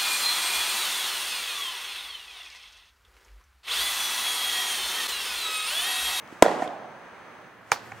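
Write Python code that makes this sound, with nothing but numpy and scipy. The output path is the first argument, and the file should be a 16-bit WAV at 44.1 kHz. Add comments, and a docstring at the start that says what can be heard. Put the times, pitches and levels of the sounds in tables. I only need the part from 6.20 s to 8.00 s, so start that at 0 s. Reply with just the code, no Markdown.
"""A heavy stick blow on a padded target, close enough to overload the microphone: sparring in a park.
A lighter, harder crack follows 1.3 s later. Each blow is a few damped modes and a broad snap;
ground and trunks echo it, a far wall answers after 0.2 s and the trees ring on.
Shoes scuff dry ground and snap twigs. Behind them a soft wind rushes, with a low rumble, a fine hiss
and the camera's faint whine, all heard on a closely spaced stereo pair."""
import sys
import numpy as np
from scipy import signal
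from scipy.fft import rfft, irfft, next_fast_len
from scipy.io import wavfile
from scipy.ndimage import uniform_filter1d

SR = 44100
rng = np.random.default_rng(int(sys.argv[2]) if len(sys.argv) > 2 else 0)


def digitize_waveform(pressure):
    """Quantize a signal to 16-bit integers and store it at the path in sys.argv[1].

    Rows of a 2-D input are taken as channels; values are limited to [-1, 1].
    """
    field = np.atleast_2d(pressure).T
    bounded = np.clip(field, -1, 1)
    quanta = np.round(bounded * 32767).astype(np.int16)
    wavfile.write(sys.argv[1], SR, quanta)


N = 79380

# How alike the two channels are, for scatter and footwork, then for the background.
# Each row: frequency in Hz, left-right correlation.
SCATTER_LIKENESS = [(100, 1), (700, .94), (1400, 0.44), (3100, .73), (7000, 0.54), (15000, .4)]
AIR_LIKENESS = [(60, 1), (300, 0.82), (1400, 0.82), (3100, 0.52), (7000, 0.15), (15000, .15)]


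def pad_strike():
    """The stick lands flat on the pad, close by; the boom rolls away through the trees."""
    # Each row: start in seconds, ring gain in dB, snap gain in dB.
    contacts = [(0.2239, 2.5, -8)]
    # Each row: frequency in Hz, relative level in dB, t60 in seconds.
    modes = [(323, -2, 0.026), (448, 7, 0.013), (668, 12.5, 0.011), (1012, -3, 0.027), (1348, -11, 0.018),
             (1950, -4, 0.013), (3314, -22.5, 0.042)]
    near_bands = [(60, -16, .2), (270, 14, 0.1), (700, -1, 0.2), (1500, 5.5, 0.27), (3000, -10, .22),
                  (7000, -9.5, 0.14), (15000, -20.5, 0.14)]  # ground and leaves nearby
    far_bands = [(60, -45, 0.27), (170.1, -9, 1.2), (300, -3, 0.7), (466.3, -4, 1.25), (744, 1, 1.27),
                 (1210, -10.5, 1.22), (2200, -15.5, .9), (3980, -24, .8), (8000, -30, .7), (15000, -47, .6)]  # the long ring of the trees
    # Each row: echo delay in seconds, gain in dB.
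    paths = [(.021, -28), (0.029, -19.5), (0.038, -17.5), (.058, -21), (.067, -27.5), (0.091, -25),
             (.170, -41)]
    hit = blow(contacts, modes, snap_t60=0.015)
    start = contacts[0][0]
    near = amp(-21.5) * scatter(start, near_bands, rise_s=0.001)
    far = amp(-22) * scatter(start, far_bands, rise_s=0.038)
    return hit + trunk_echoes(hit, paths) + wall_echo(hit, delay_s=0.1979, db=-25.5) + near + far


def stick_crack():
    """The stick grazes, then makes hard contact: a dry crack a little to the right."""
    # Each row: start in seconds, ring gain in dB, snap gain in dB.
    contacts = [(1.5161, -24.5, -31), (1.5183, 1, -17.5)]
    # Each row: frequency in Hz, relative level in dB, t60 in seconds.
    modes = [(151, -29, 0.02), (450, -25.5, 0.036), (800, -10, 0.018), (1045, -1, 0.0057),
             (1470, -0.5, 0.0047), (2360, -8.5, 0.0098), (6660, -5, 0.002)]
    near_bands = [(60, -4, 0.069), (400, -5.5, 0.15), (1130, 4, .14), (2700, -5.5, 0.098),
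                  (5470, -5.5, .13), (8900, -16, 0.11), (14800, -20, .13)]
    far_bands = [(60, -9, 0.48), (400, -3, 1), (1000, -1.5, 1), (2200, -2.5, 0.41), (5030, -7.5, 0.47),
                 (15000, -33, 0.5)]
    # Each row: echo delay in seconds, gain in dB.
    paths = [(.006, -21), (.0085, -12), (.023, -25), (.042, -23), (.052, -28.5)]
    hit = blow(contacts, modes, snap_t60=0.0066)
    start = contacts[-1][0]
    near = amp(-22.5) * scatter(start, near_bands, rise_s=0.001)
    far = amp(-38) * scatter(start, far_bands, rise_s=0.038)
    echoes = trunk_echoes(hit, paths) + wall_echo(hit, delay_s=0.2003, db=-22.5)
    return pan(-1.5) * (hit + echoes + near + far)


def blow(contacts, modes, snap_t60):
    """Each contact rings heavily damped modes, in alternating polarity, and lets out a broad snap."""
    # Each row: frequency in Hz, relative level in dB.
    snap_colour = [(60, 1), (700, -12), (2000, -3), (4000, 4), (8000, 8.5), (11000, -5.5), (16000, -6)]
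    out = np.zeros(N)
    for start, ring_db, snap_db in contacts:
        ring = sum((-1) ** k * amp(db) * decay(start, t60) * sine(hz, start)
                   for k, (hz, db, t60) in enumerate(modes))
        snap = unit(coloured(rng.standard_normal(N), snap_colour))
        out += amp(ring_db) * ring + amp(snap_db) * decay(start, snap_t60) * snap
    return out


def trunk_echoes(hit, paths):
    """Ground and trunks return duller copies of a blow; rough bark smears each one."""
    # Each row: frequency in Hz, gain in dB.
    colour = [(60, -28.5), (200, -11.5), (400, 0), (800, -3), (2000, -3), (4000, -7.5), (15000, -18.5)]
    response = np.zeros(N)
    for delay_s, db in paths:
        smear = rng.standard_normal(N) * decay(delay_s, t60=0.015)
        response += amp(db - 2.5) * smear / np.linalg.norm(smear)
        response[round(delay_s * SR)] += amp(db)
    return coloured(signal.fftconvolve(hit, response)[:N], colour)


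def wall_echo(hit, delay_s, db, bounce_s=0.00275, bounce_db=2):
    """A far wall slaps back, straight to the microphone and once more off the ground."""
    # Each row: frequency in Hz, gain in dB.
    colour = [(60, -35.5), (190, 14.5), (330, -7.5), (500, -12), (770, 3), (1200, -10.5), (2000, 1.5),
              (3200, -7), (6000, -15.5), (15000, -32)]

    def response(hz):
        straight = amp(db + along(colour, hz)) * delayed(hz, delay_s)
        return straight * (1 + amp(bounce_db) * delayed(hz, bounce_s))
    return filtered(hit, response)


def scatter(start, bands, rise_s):
    """Countless small reflections around the park; each band dies at its own speed."""
    bands = np.array(bands)
    hz, t, spectra = signal.stft(noise(bands[:, :2], SCATTER_LIKENESS), SR, nperseg=256)
    t60 = along(bands[:, ::2], hz)[:, None]
    fade = np.exp(-np.log(1000) * np.maximum(t - start, 0) / t60)
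    tail = signal.istft(spectra * fade, SR, nperseg=256)[1][:, :N]
    return tail * rise(start, rise_s)


def shoe_scuffs():
    """Shoes drag over dry ground in short swells of gritty noise."""
    # Each row: centre in seconds, Gaussian width in seconds, level in dB.
    scuffs = [(0.13, 0.0061, -59), (0.157, 0.077, -58), (.432, 0.021, -45.5), (1.502, .03, -58),
              (1.666, 0.026, -55.5), (1.718, 0.016, -61), (1.79, 0.034, -55.5)]
    # Each row: frequency in Hz, relative level in dB.
    grit = [(300, -18.5), (2000, 9), (4000, -4), (8000, -4), (11000, -13.5), (15000, -20)]
    drag = sum(amp(db) * np.exp(-0.5 * ((since(0) - centre) / width) ** 2)
               for centre, width, db in scuffs)
    roughness_db = 0.5 * unit(uniform_filter1d(rng.standard_normal(N), size=60))
    return drag * unit(amp(roughness_db)) * noise(grit, SCATTER_LIKENESS)


def twig_snaps():
    """Twigs break underfoot, each a bright burst of noise."""
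    # Each row: start in seconds, level in dB.
    twigs = [(.076, -49), (.4765, -35), (.533, -48.5)]
    # Each row: frequency in Hz, relative level in dB.
    colour = [(300, -10), (1800, -12), (3200, 12), (5000, -7), (9000, -13), (15000, -35)]
    bursts = sum(amp(db) * decay(start, t60=0.014) for start, db in twigs)
    return bursts * noise(colour, SCATTER_LIKENESS)


def heel_thuds():
    """Heels meet the ground, each a low, quickly damped tone."""
    # Each row: start in seconds, frequency in Hz, gain in dB.
    steps = [(0.1251, 308, -27), (0.4767, 220, -31)]
    return sum(amp(db) * decay(start, t60=0.0205) * rise(start, rise_s=0.0011) * sine(hz, start)
               for start, hz, db in steps)


def wind():
    """A soft rush in the trees that sinks briefly around the second blow."""
    # Each row: time in seconds, relative level in dB.
    strength = [(0, -49), (.2, -49.5), (.7, -49.5), (1.12, -49), (1.27, -50.5), (1.35, -53), (1.48, -53),
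                (1.62, -49.5), (1.8, -50.5)]
    # Each row: frequency in Hz, relative level in dB.
    colour = [(25, -15), (70, -14), (140, -4.5), (200, -4), (400, -4), (640, -3.5), (900, -2.5), (1650, -4),
              (2400, -11.5), (3600, -21), (6400, -31.5), (10500, -35), (15000, -51.5)]
    return amp(2.5) * pan(0.5) * level(strength) * noise(colour, AIR_LIKENESS)


def rumble_and_hiss():
    """A low rumble and a fine high hiss, both strongest near the end."""
    # Each row: time in seconds, level in dB.
    rumble_levels = [(0, -77), (1.35, -70), (1.55, -56.5), (1.66, -57.5), (1.77, -49.5), (1.8, -61)]
    hiss_levels = [(0, -68.5), (.5, -88), (1.3, -76), (1.6, -72), (1.67, -62), (1.72, -70), (1.8, -72)]
    # Each row: frequency in Hz, relative level in dB.
    rumble_colour = [(40, -34), (85, -9.5), (115, 3), (160, -18.5), (215, -1.5), (330, -23.5),
                     (1000, -51.5)]
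    hiss_colour = [(3000, -28.5), (7000, -9), (9000, -8), (11000, -5), (14000, -2), (16000, -5)]
    rumble = level(rumble_levels) * noise(rumble_colour, AIR_LIKENESS)
    hiss = level(hiss_levels) * noise(hiss_colour, AIR_LIKENESS)
    return rumble + hiss


def camera_whine():
    """Two thin tones from the camera reach the microphone."""
    # Each row: frequency in Hz, relative level in dB.
    tones = [(6234, -73.5), (15735, -80)]
    # Each row: time in seconds, gain in dB.
    gains = [(0, 0.5), (1.28, -1.5), (1.45, -15), (1.8, -5)]
    return level(gains) * sum(amp(db) * np.sqrt(2) * sine(hz, 0) for hz, db in tones)


def amp(db):
    """Decibels to gain."""
    return 10 ** (np.asarray(db) / 20)


def unit(x):
    """Scale to rms 1."""
    return x / np.sqrt(np.mean(x ** 2) + 1e-20)


def along(points, hz):
    """Read (Hz, value) points on a log frequency axis."""
    freqs, values = np.transpose(points)
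    return np.interp(np.log(hz + 1), np.log(freqs + 1), values)


def since(start):
    """Seconds since start, zero before it."""
    return np.maximum(np.arange(N) / SR - start, 0)


def sine(hz, start):
    """A tone that sets in at start."""
    return np.sin(2 * np.pi * hz * since(start))


def rise(start, rise_s):
    """An envelope that eases from 0 to 1."""
    return 1 - np.exp(-since(start) / rise_s)


def decay(start, t60):
    """An envelope that jumps to 1, then falls 60 dB in t60 seconds."""
    t = since(start)
    return (t > 0) * np.exp(-np.log(1000) * t / t60)


def level(points):
    """A gain per sample from (seconds, dB) points."""
    return amp(np.interp(since(0), *np.transpose(points)))


def pan(db):
    """Channel gains for a left-minus-right level difference."""
    return amp(np.array([[0.5], [-0.5]]) * db)


def delayed(hz, seconds):
    """The frequency response of a delay."""
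    return np.exp(-2j * np.pi * hz * seconds)


def filtered(x, response):
    """Pass x through a response given as a function of Hz."""
    size = next_fast_len(N + SR // 2)
    return irfft(rfft(x, size) * response(np.fft.rfftfreq(size, 1 / SR)), size)[..., :N]


def coloured(x, colour):
    """Equalise x with (Hz, dB) points."""
    return filtered(x, lambda hz: amp(along(colour, hz)))


def noise(colour, likeness):
    """Coloured stereo noise of rms 1; likeness divides it between mid and side."""
    def response(hz):
        angle = np.arccos(np.clip(along(likeness, hz), -1, 1)) / 2
        return amp(along(colour, hz)) * [np.cos(angle), np.sin(angle)]
    mid, side = filtered(rng.standard_normal((2, N)), response)
    return unit(np.array([mid + side, mid - side]))


def scene():
    """Both blows up front, the feet below them, the park behind."""
    blows = pad_strike() + stick_crack()
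    feet = shoe_scuffs() + twig_snaps() + heel_thuds()
    return blows + feet + wind() + rumble_and_hiss() + camera_whine()


def record(dry):
    """Two unequal, closely spaced microphones with a low cut, hard clipping and a band limit."""
    # Each row: frequency in Hz, left minus right in dB.
    balance = [(60, -7), (200, -4.5), (700, -4), (1300, -0.1), (2400, -0.5), (8000, -0.5), (15000, -1)]
    left_lead_s, low_cut_hz, ceiling, top_hz = 1.2e-5, 70, 0.99, 16000

    def microphones(hz):
        spacing = delayed(hz, left_lead_s * np.array([[-0.5], [0.5]]))
        low_cut = 1j * hz / (low_cut_hz + 1j * hz)
        return pan(along(balance, hz)) * spacing * low_cut
    clipped = np.clip(filtered(dry, microphones), -ceiling, ceiling)
    return filtered(clipped, lambda hz: 1 / (1 + (hz / top_hz) ** 120))


dry = scene()
out = record(dry)
digitize_waveform(out)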